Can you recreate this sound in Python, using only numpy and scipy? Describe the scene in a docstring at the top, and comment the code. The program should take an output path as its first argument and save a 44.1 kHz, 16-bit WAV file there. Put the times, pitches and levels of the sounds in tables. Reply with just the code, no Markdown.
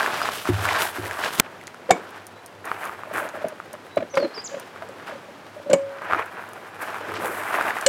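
"""Shoes crunch over gravel and a carried bag thumps, until a clatter is cut short at about 1.4 s.
Then hollow metal tent poles knock and ring, a small catch ticks, feet shift on the stones and birds call.
Under it all lies far air noise with a wavering low hum.
Stones, gear rattle, hiss and cracks are shaped noise; poles, bag and catch are damped sines;
birds are gliding sines."""
import sys
import numpy as np
from scipy import signal
from scipy.fft import rfft, irfft, next_fast_len
from scipy.io import wavfile
from scipy.ndimage import uniform_filter1d, map_coordinates

SR = 44100
rng = np.random.default_rng(int(sys.argv[2]) if len(sys.argv) > 2 else 0)


def put_to_file(sound):
    """Save the sound as 16-bit audio at rate SR, in the file named by the first command-line argument."""
    columns = np.atleast_2d(sound).T  # one column per channel
    safe = np.clip(columns, -1, 1)
    whole_steps = np.round(safe * 32767)
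    wavfile.write(sys.argv[1], SR, whole_steps.astype(np.int16))


def ratio_of_db(decibels):
    """Turn decibels (scalar or array-like) into linear amplitude factors; 0 dB maps to 1."""
    return 10 ** (np.asarray(decibels, float) / 20)


N = 347816
TIME = np.arange(N) / SR
CUT_S = 1.4068  # the edit: earlier steps, early rattles and the clatter stop here


def unit(x):
    """Scale to rms 1."""
    return x / np.sqrt(np.mean(x ** 2) + 1e-20)


def peaked(x):
    """Scale to peak 1."""
    return x / np.abs(x).max()


def wobble(rate):
    """A smooth random curve, with rate random points a second."""
    points = rng.standard_normal(int(N * rate / SR) + 4)
    return map_coordinates(points, [TIME * rate])


def coloured(x, spectrum):
    """Give x the (Hz, dB) spectrum in place of its own, at rms 1."""
    size = next_fast_len(N + 8192)
    bins = rfft(x, size)
    hz, db = np.transpose(spectrum)
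    own = np.sqrt(np.abs(uniform_filter1d(np.abs(bins) ** 2, size=1500))) + 1e-9
    bin_hz = np.fft.rfftfreq(size, 1 / SR)
    wanted = ratio_of_db(np.interp(np.log(bin_hz + 1), np.log(hz), db))
    return unit(irfft(bins / own * wanted, size)[:N])


def ring(hz, t60, length, attack):
    """A damped sine with a soft start; t60 is the time to fall 60 dB (all times in seconds)."""
    t = np.arange(int(length * SR)) / SR
    return np.sin(2 * np.pi * hz * t) * ratio_of_db(-60 * t / t60) * (1 - np.exp(-t / attack)) ** 2


def burst(t60, lo_hz, hi_hz, rise):
    """A short crack or thud: band noise that rises and dies away."""
    t = np.arange(SR // 10) / SR
    band = signal.butter(2, [lo_hz, hi_hz], "band", fs=SR, output="sos")
    noise = unit(signal.sosfilt(band, rng.standard_normal(len(t))))
    return noise * ratio_of_db(-60 * t / t60) * (1 - np.exp(-t / rise))


def add(track, s, sound):
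    """Mix sound into track at s seconds."""
    part = track[round(s * SR):][:len(sound)]
    part += sound[:len(part)]


def echoes(x, t60, delay):
    """Scattered returns from the van, ground and trees: x smeared by dying noise after a delay."""
    dying = rng.standard_normal(SR // 2) * ratio_of_db(-60 * TIME[:SR // 2] / t60)
    tail = np.pad(dying, (int(delay * SR), 0))
    return signal.fftconvolve(x, tail / np.linalg.norm(tail))[:N]


# Colour of the far hiss. Each row: frequency in Hz, relative strength in dB per Hz.
AIR_SPECTRUM = [(18, -78), (30, -29), (68, -15), (93, -8), (165, -1.5), (383, -1.5), (648, -1), (720, -1),
                (1580, -5.5), (5160, -21.5), (10800, -31.5), (14800, -37), (16000, -38)]


def air():
    """Far hiss whose level drifts, and a narrow band of noise near 100 Hz that makes a wavering hum."""
    hiss = coloured(rng.standard_normal(N), AIR_SPECTRUM)
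    hum = coloured(rng.standard_normal(N), [(20, -48), (75, -36), (92, -6.0), (104, 6.0), (120, -40),
                                            (200, -62), (20000, -120)])
    hiss_db = -46.5 + 0.9 * wobble(1.392)
    hum_db = -59 + 1.5 * wobble(1.5)
    return ratio_of_db(hiss_db) * hiss + ratio_of_db(hum_db) * hum


# Far calls. Each row: start in seconds, length in seconds, starting pitch in Hz, level before smearing in dB.
FAR_CALLS = [(0.175, 0.1, 4860, -41), (0.826, 0.078, 3380, -42), (2.33, 0.09, 3900, -57),
             (3.86, 0.18, 3800, -53)]


def far_birds():
    """Faint whistles deep in the wood, heard only as their smeared echoes."""
    out = np.zeros(N)
    for s, length, hz, db in FAR_CALLS:
        t = np.arange(int(length * SR)) / SR
        whistle = np.sin(2 * np.pi * hz * t * (1 + 0.22 * t))  # the pitch creeps up
        add(out, s, ratio_of_db(db) * np.hanning(len(t)) * whistle)
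    return echoes(out, t60=0.22, delay=0)


# The song, one list a note. Each row of a note: time in seconds, pitch in Hz.
SONG_NOTES = [
    [(4.095, 5140), (4.111, 6470), (4.125, 5920), (4.148, 5860), (4.155, 4830), (4.172, 4550),
     (4.182, 5680), (4.188, 4810), (4.196, 4320), (4.203, 4930), (4.21, 4400), (4.26, 4080)],
    [(4.334, 4000), (4.352, 5500), (4.365, 5000), (4.38, 4720), (4.398, 4810), (4.411, 5340)],
    [(4.438, 8360), (4.442, 7300), (4.448, 6700), (4.454, 7670), (4.464, 5740), (4.471, 7120),
     (4.477, 4400), (4.484, 2760)],
]
# How each note changes in loudness. Each row: first level in dB, last level in dB.
NOTE_SWELLS = [(-50, -34.5), (-41, -30), (-31, -33)]


def bird():
    """Gliding whistles that linger among the trunks: sines that follow the drawn pitch lines."""
    edge_s = 0.0086  # fade at both ends of a note
    out = np.zeros(N)
    for note, swell_db in zip(SONG_NOTES, NOTE_SWELLS):
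        times, pitches = np.transpose(note)
        hz = uniform_filter1d(np.interp(TIME, times, pitches), size=90)
        start, end = times[0], times[-1]
        edge = np.clip(np.minimum(TIME - start, end - TIME) / edge_s, 0, 1)
        level = ratio_of_db(np.interp(TIME, [start, end], swell_db))
        out += edge * level * np.sin(2 * np.pi * np.cumsum(hz) / SR)
    return out + ratio_of_db(-10.0) * echoes(out, t60=0.45, delay=0.014)


# Thumps of the bag. Each row: start in seconds, level in dB.
BAG_THUMPS = [(0.488, -16.5), (0.983, -30), (7.078, -41.5)]
# Ways the bag vibrates. Each row: pitch in Hz, level relative to the thump in dB, time to fall 60 dB in seconds.
BAG_MODES = [(85.8, -7, 0.77), (102, 1.5, 0.53), (163, -10, 0.3), (294, 7.5, 0.079), (355, 9, 0.089)]


def bag():
    """The soft load swings against a leg: low damped modes, of which the close pair beats."""
    rise_cycles = 0.77  # each mode swells over about this many of its own cycles
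    out = np.zeros(N)
    for s, db in BAG_THUMPS:
        for hz, mode_db, t60 in BAG_MODES:
            add(out, s, ratio_of_db(db + mode_db) * ring(hz, t60, .6, rise_cycles / hz))
    return out


def clatter():
    """A first touch rumbles, then the blow: broad noise over a dull thud, stopped by the cut."""
    touch_s, blow_s, blow_hold_s = 1.3845, 1.398, .003
    touch_db, blow_db, after_db = (-32, -28), (-6, -10), (-42, -20.5)  # (sharp, dull)
    stage = np.digitize(TIME, [touch_s, blow_s, blow_s + blow_hold_s, CUT_S])
    gains = np.pad(ratio_of_db(np.array([touch_db, blow_db, after_db])), ((1, 1), (0, 0)))  # silent before and after
    sharp_gain, dull_gain = uniform_filter1d(gains[stage].T, size=24, axis=1)
    sharp = coloured(rng.standard_normal(N), [(300, -13.0), (3000, 0), (9000, -2.5), (15500, -5.0), (16200, -66)])
    dull = coloured(rng.standard_normal(N), [(20, -22), (250, 0), (700, -2), (2000, -12), (6000, -40)])
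    return sharp_gain * sharp + dull_gain * dull


# Ticks of the catch. Each row: start in seconds, peak level in dB, base pitch in Hz.
CATCH_TICKS = [(1.671, -22, 6460), (2.1066, -35, 10800), (2.268, -25, 9350), (2.4618, -25, 9200),
               (2.6547, -24, 9700), (2.8533, -23.5, 9930), (3.2897, -27, 6600), (3.485, -26, 9500),
               (3.7309, -25, 9300), (3.9604, -33, 9630), (4.155, -23, 5950), (4.5985, -24.5, 9250),
               (4.8888, -36, 7800), (6.2597, -32, 10800), (6.49, -33, 10900), (6.5337, -29.5, 9720)]


def catch():
    """A bright, very short tick of three damped partials, with a brief rattle of echoes behind it."""
    partials = [(0.98, 0.59, 0.0012), (0.7, 0.41, 0.0012), (1.42, 0.23, 0.0014)]  # (times base pitch, share, t60 s)
    out = np.zeros(N)
    for s, db, hz in CATCH_TICKS:
        tick = sum(share * ring(ratio * hz, t60, .01, .0001) for ratio, share, t60 in partials)
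        add(out, s, ratio_of_db(db) * peaked(tick))
    return out + ratio_of_db(-6.0) * echoes(out, t60=0.044, delay=0.0016)


# Knocks on the poles. Each row: time in seconds, peak level of the tone in dB, pitch of the air column in Hz,
# time to fall 60 dB in seconds, crack level relative to that peak in dB.
POLE_KNOCKS = [(1.892, -16.5, 519, 0.096, -4.5), (1.907, -2.5, 730, 0.027, -3),
               (3.072, -31.5, 623, 0.039, -8), (3.114, -24, 616, 0.019, -7), (3.219, -27, 604, 0.048, -7),
               (3.253, -28.5, 575, 0.051, -15), (3.34, -29, 598, 0.029, -11), (3.356, -36, 620, .041, -5),
               (3.373, -28, 605, .03, -8), (3.417, -29, 597, .048, 1), (3.446, -13, 610, 0.017, -16),
               (3.464, -27.5, 627, .063, -15), (3.523, -30, 590, 0.03, -8), (3.738, -30, 606, 0.054, 0),
               (3.972, -7, 603, 0.02, -7.5), (4.004, -24.5, 646, 0.047, -2), (4.025, -19, 580, 0.025, -8),
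               (4.139, -23.5, 552, 0.18, 0.5), (4.172, -11, 543, 0.11, 1), (4.199, -17.5, 555, 0.071, -5),
               (4.226, -16, 582, 0.053, -6), (4.249, -20.5, 556, 0.064, -6), (4.244, -20, 332, 0.05, -4),
               (4.377, -29.5, 443, .031, 5), (4.515, -33, 560, 0.21, -3), (4.544, -22, 580, 0.024, -5),
               (4.568, -27, 536, .049, -15), (4.821, -32, 655, 0.065, 4), (4.892, -32.5, 540, .05, -6),
               (5.095, -28.5, 643, .035, -1), (5.124, -28, 564, 0.039, -16), (5.155, -31, 550, 0.043, -16),
               (5.287, -35.5, 567, 0.063, -12), (5.565, -32.5, 603, 0.1, -20),
               (5.599, -31, 580, 0.035, -16), (5.662, -27.5, 572, 0.29, -19), (5.698, -13, 570, 0.057, -11),
               (5.711, -13, 544, 0.12, -7), (5.734, -3.5, 558, 0.031, -9.5),
               (7.862, -19.5, 580, 0.049, 6.5)]
# Metal on metal. Each row: start in seconds, lowest mode level in dB, upper modes level in dB,
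# crack level in dB, struck place along the pole from 0 to 1.
POLE_CLANGS = [(1.907, -42, -22, -16.5, 0.3), (5.7, -45, -43, -36, 0.4), (5.731, -17, -25.5, -20.5, 0.4),
               (7.863, -8, -18, -10.5, .255)]
# Ways the pole wall rings. Each row: pitch in Hz, level relative to the upper modes level in dB
# (not used for the first row, the lowest mode), time to fall 60 dB in seconds.
WALL_MODES = [(552.7, 0, 0.69), (1071, -4, 0.17), (1690, 2, 0.06), (2244, 5.5, 0.12), (2950, 8, 0.04),
              (3600, 7, 0.028), (4270, 6, 0.027), (4840, -19.5, 0.054), (6700, -3, 0.087),
              (6930, -7, 0.078), (7180, 8, 0.048), (8200, -6, 0.014), (8070, 13, 0.045)]


def poles():
    """A knock swells in the air column over a thud and crack; a clang rings wall modes set by the struck place."""
    thud_db = -8  # relative to the peak of a knock
    out = np.zeros(N)
    for s, db, hz, t60, crack_db in POLE_KNOCKS:
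        add(out, s - .003, ratio_of_db(db) * peaked(ring(hz, max(t60, .01), .3, 0.0035)))
        add(out, s - .002, ratio_of_db(db + thud_db) * burst(0.093, lo_hz=188, hi_hz=570, rise=0.0068))
        add(out, s, ratio_of_db(db + crack_db) * burst(.032, lo_hz=740, hi_hz=2230, rise=0.0035))
    lowest_hz, _, lowest_t60 = WALL_MODES[0]
    for s, low_db, upper_db, crack_db, place in POLE_CLANGS:
        add(out, s, ratio_of_db(crack_db) * burst(0.032, lo_hz=2000, hi_hz=7800, rise=0.00066))
        add(out, s, ratio_of_db(low_db) * ring(lowest_hz, lowest_t60, .5, .001))
        for hz, db, t60 in WALL_MODES[1:]:
            waves = 6 * np.sqrt(hz / lowest_hz)  # bending waves along the pole grow as the root of pitch
            tone = ring(hz, t60, .12, .0007)
            slow_noise = unit(uniform_filter1d(rng.standard_normal(len(tone)), size=200))
            flutter = unit(1.76 + slow_noise)  # loose joints
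            add(out, s, ratio_of_db(upper_db + db) * np.sin(np.pi * waves * place) * flutter * tone)
    return out + ratio_of_db(-18) * echoes(out, t60=0.22, delay=.006)


def grains(count, size, hz, spread, cycles, scatter_db):
    """Small knocks at random times: short damped sines of log-normal pitch, a few much louder."""
    start = rng.integers(0, N, count)
    pitch = hz * np.exp(spread * rng.standard_normal(count))
    loudness = ratio_of_db(scatter_db * np.minimum(rng.exponential(1, count), 5))
    turns = np.clip(pitch, 100, 16000)[:, None] * np.arange(size) / SR
    shapes = loudness[:, None] * np.sin(2 * np.pi * turns) * np.exp(-turns / cycles)
    places = start[:, None] + np.arange(size)
    return unit(np.bincount(places.ravel(), shapes.ravel(), minlength=N)[:N])


def weight(s, hold):
    """Envelope of a load that lands fast, holds and settles slowly; the cut stops the early ones."""
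    land_s, settle_db_per_s = 0.0098, 155
    landing = 1 - (s > 0) * np.exp(-np.maximum(TIME - s, 0) / land_s)  # a step at 0 s is already down
    settling = ratio_of_db(-settle_db_per_s * np.maximum(TIME - s - land_s - hold, 0))
    return landing * settling * ((s > CUT_S) | (TIME < CUT_S))


# Feet landing or shifting. Each row: start in seconds, hold in seconds, crunch level in dB,
# then grit level and sand level, both relative to the crunch in dB.
FOOTSTEPS = [(0, 0.088, -27, -9, -17.5), (0.111, 0.16, -26.5, -7, -17.5), (0.308, 0.079, -38, 3.5, -1.5),
             (.44, 0.19, -32, -7.5, -14), (0.634, 0.13, -24, -8, -18.5), (.78, 0.035, -26, -6, -8),
             (.84, 0.023, -37.5, -15, 0.5), (.92, 0.31, -34.5, -9.5, -12.5), (1.14, 0.094, -29, -13, -22),
             (1.208, 0.061, -28.5, -5, -14.5), (1.3, .1, -39.5, -3, -4), (1.41, 0.036, -42, -28, -36),
             (1.93, 0.26, -42, -13, -23), (2.639, 0.23, -32, -21, -20.5), (2.95, 0.24, -41.5, -24, -25),
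             (3.129, 0.047, -24.5, -25, -17.5), (3.21, 0.065, -37.5, -33, -32),
             (3.34, 0.16, -42.5, -16, -25), (4.14, 0.067, -41, -5, -18), (4.3, 0.082, -43.5, -7, -24),
             (4.5, 0.092, -43.5, -7, -23), (4.72, 0.4, -47.5, -17, -25), (5.058, 0.013, -35.5, -11, -20),
             (5.85, .13, -44, -23, -28), (6.01, .06, -35, -30, -29), (6.089, 0.086, -27, -26, -29.5),
             (6.25, 0.19, -38.5, -34, -24), (6.5, 0.55, -42.5, -28, -21), (6.808, 0.011, -30, -18, -13.5),
             (6.86, 0.27, -33.5, -14.5, -21.5), (7.137, .001, -35.5, -2, -20),
             (7.191, 0.096, -28.5, -20.5, -13.5), (7.33, 0.18, -30, -20, -15),
             (7.52, 0.14, -24, -22.5, -20.5), (7.68, 0.14, -31.5, -14.5, -18)]
# Faint stirring between steps, one row: crunch, grit, sand and low rattle levels in dB.
STIRRING_DB = -52.5, -60, -68, -51.5
# Spells of extra low rattle from the gear, often along with a step or knock.
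# Each row: start in seconds, hold in seconds, level in dB.
RATTLE_SPELLS = [(1.02, .03, -37), (1.904, 0.015, -30), (3.128, 0.034, -34), (4.17, 0.034, -31),
                 (4.833, 0.1, -44.5), (5.696, 0.032, -45), (7, 0.12, -34.5), (7.18, 0.072, -29.5)]


def footfalls():
    """Gain of crunch, grit, sand and low gear rattle, summed by power over all steps and rattle spells."""
    rattle_db = -12  # relative to the crunch
    power = np.tile(ratio_of_db(np.array(STIRRING_DB))[:, None] ** 2, N)
    for s, hold, db, grit_db, sand_db in FOOTSTEPS:
        levels = ratio_of_db(db + np.array([0, grit_db, sand_db, rattle_db]))
        power += (levels[:, None] * weight(s, hold)) ** 2
    for s, hold, db in RATTLE_SPELLS:
        power[-1] += (ratio_of_db(db) * weight(s, hold)) ** 2
    return np.sqrt(power)


# Colours of three gravel layers and the low hollow rattle of the carried poles and gear.
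# Each row: frequency in Hz, relative strength in dB per Hz.
CRUNCH_SPECTRUM = [(240, -45), (400, -17), (540, -38), (587, 3), (1600, 4), (2190, -5), (2380, -4.5),
                   (4440, -29), (7000, -37), (9100, -60), (15400, -120)]
GRIT_SPECTRUM = [(1760, -7.5), (3000, -1.5), (4340, -7.5), (5350, -10), (8000, -21), (10400, -35),
                 (17600, -120)]
SAND_SPECTRUM = [(4710, -17.5), (8000, -3.5), (11500, -0.5), (15100, -7), (16000, -9)]
RATTLE_SPECTRUM = [(88, -62), (150, -16), (268, -10.5), (319, -7), (389, -5), (493, -4), (588, -6.5),
                   (751, -16.5), (1000, -13), (1300, -46), (2200, -120)]
# The loudest single stones snapping. Each row: start in seconds, peak level of the tone in dB, pitch in Hz,
# treble noise level relative to that peak in dB.
STONE_SNAPS = [(0.008, -8.5, 1570, -24), (0.031, -12, 1570, -12), (0.062, -7.5, 1620, -18),
               (0.217, -8.5, 1360, -15), (0.254, -13, 1190, -16), (0.289, -10, 1070, -22),
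               (0.384, -29, 923, -6), (0.455, -16.5, 1210, -13), (0.654, -9.5, 1480, -10),
               (0.689, -8.5, 2000, -15), (0.897, -33, 1550, -3), (0.938, -32, 953, -20),
               (0.974, -24, 1230, -16), (1.058, -20, 1860, -16), (1.111, -15.5, 1720, -13),
               (1.173, -27, 1140, -16), (1.238, -12, 1580, -22), (1.613, -30, 2050, -12),
               (1.638, -34, 1420, -6), (1.678, -26.5, 2000, -9), (1.745, -27, 1450, -13),
               (2.716, -9.5, 1260, -30), (2.895, -17, 1220, -28), (2.992, -26, 945, -22),
               (3.035, -19.5, 1180, -27), (3.601, -19.5, 1300, -25), (3.752, -27.5, 1180, -21),
               (4.172, -9.5, 1220, -21), (4.761, -24, 1180, -30), (4.823, -23, 1350, -26),
               (6.019, -22, 1180, -24), (6.111, -15, 1290, -31), (6.124, -8.5, 1290, -35),
               (6.134, -4.5, 1320, -36), (6.147, -10, 1310, -36), (6.195, -10.5, 1060, -31),
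               (6.944, -18.5, 1100, -15), (6.985, -24, 1250, -22), (7.119, -22, 1280, -12),
               (7.14, -20.5, 1240, -9), (7.543, -12.5, 1410, -21), (7.611, -7.5, 1380, -19),
               (7.707, -11.5, 1890, -26), (7.769, -17, 1910, -24), (7.786, -16, 1430, -18),
               (7.812, -23.5, 1500, 2)]


def gravel_and_gear():
    """Coarse stones grind, grit hisses in the same clumps, sand partly in its own; carried poles and gear rattle."""
    crunch, grit, sand, rattle = footfalls()
    clumps = wobble(35) + 0.53 * wobble(110)
    coarse = grains(count=15000, size=200, hz=1356, spread=0.6, cycles=0.94, scatter_db=2.5)
    coarse += 0.66 * rng.standard_normal(N)
    fine = grains(count=12000, size=30, hz=8040, spread=0.7, cycles=0.091, scatter_db=3.5)
    fine += 1.34 * rng.standard_normal(N)
    hollow = grains(count=5000, size=500, hz=509.4, spread=0.343, cycles=2.65, scatter_db=0.5)
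    hollow += 0.55 * rng.standard_normal(N)
    out = crunch * unit(ratio_of_db(1.75 * clumps) * coloured(coarse, CRUNCH_SPECTRUM))
    out += grit * unit(ratio_of_db(1.53 * clumps) * coloured(fine, GRIT_SPECTRUM))
    out += sand * unit(ratio_of_db(1.3 * clumps + 2.2 * wobble(45)) * coloured(fine, SAND_SPECTRUM))
    out += rattle * unit(ratio_of_db(1.5 * clumps) * coloured(hollow, RATTLE_SPECTRUM))
    for s, db, hz, treble_db in STONE_SNAPS:
        add(out, s, ratio_of_db(db) * peaked(ring(hz, 0.0078, .02, 0.00011)))
        add(out, s, ratio_of_db(db + treble_db) * burst(0.0058, lo_hz=2160, hi_hz=11500, rise=.0001))
    return out


def scene():
    """Everything reaches one microphone."""
    background = air() + far_birds() + bird()
    objects = bag() + clatter() + catch() + poles()
    return (background + objects + gravel_and_gear())[None]


def top_cut(x):
    """Nothing passes above the cut-off."""
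    return signal.sosfilt(signal.butter(12, 16120, fs=SR, output="sos"), x)


def record(dry):
    """The microphone cuts deep bass, below 60 Hz; the loudest blows clip at full scale."""
    bass_cut = signal.butter(2, 60, "high", fs=SR, output="sos")
    mix = np.clip(signal.sosfilt(bass_cut, dry), -1, 1)
    return top_cut(mix)


dry = scene()
out = record(dry)
put_to_file(out)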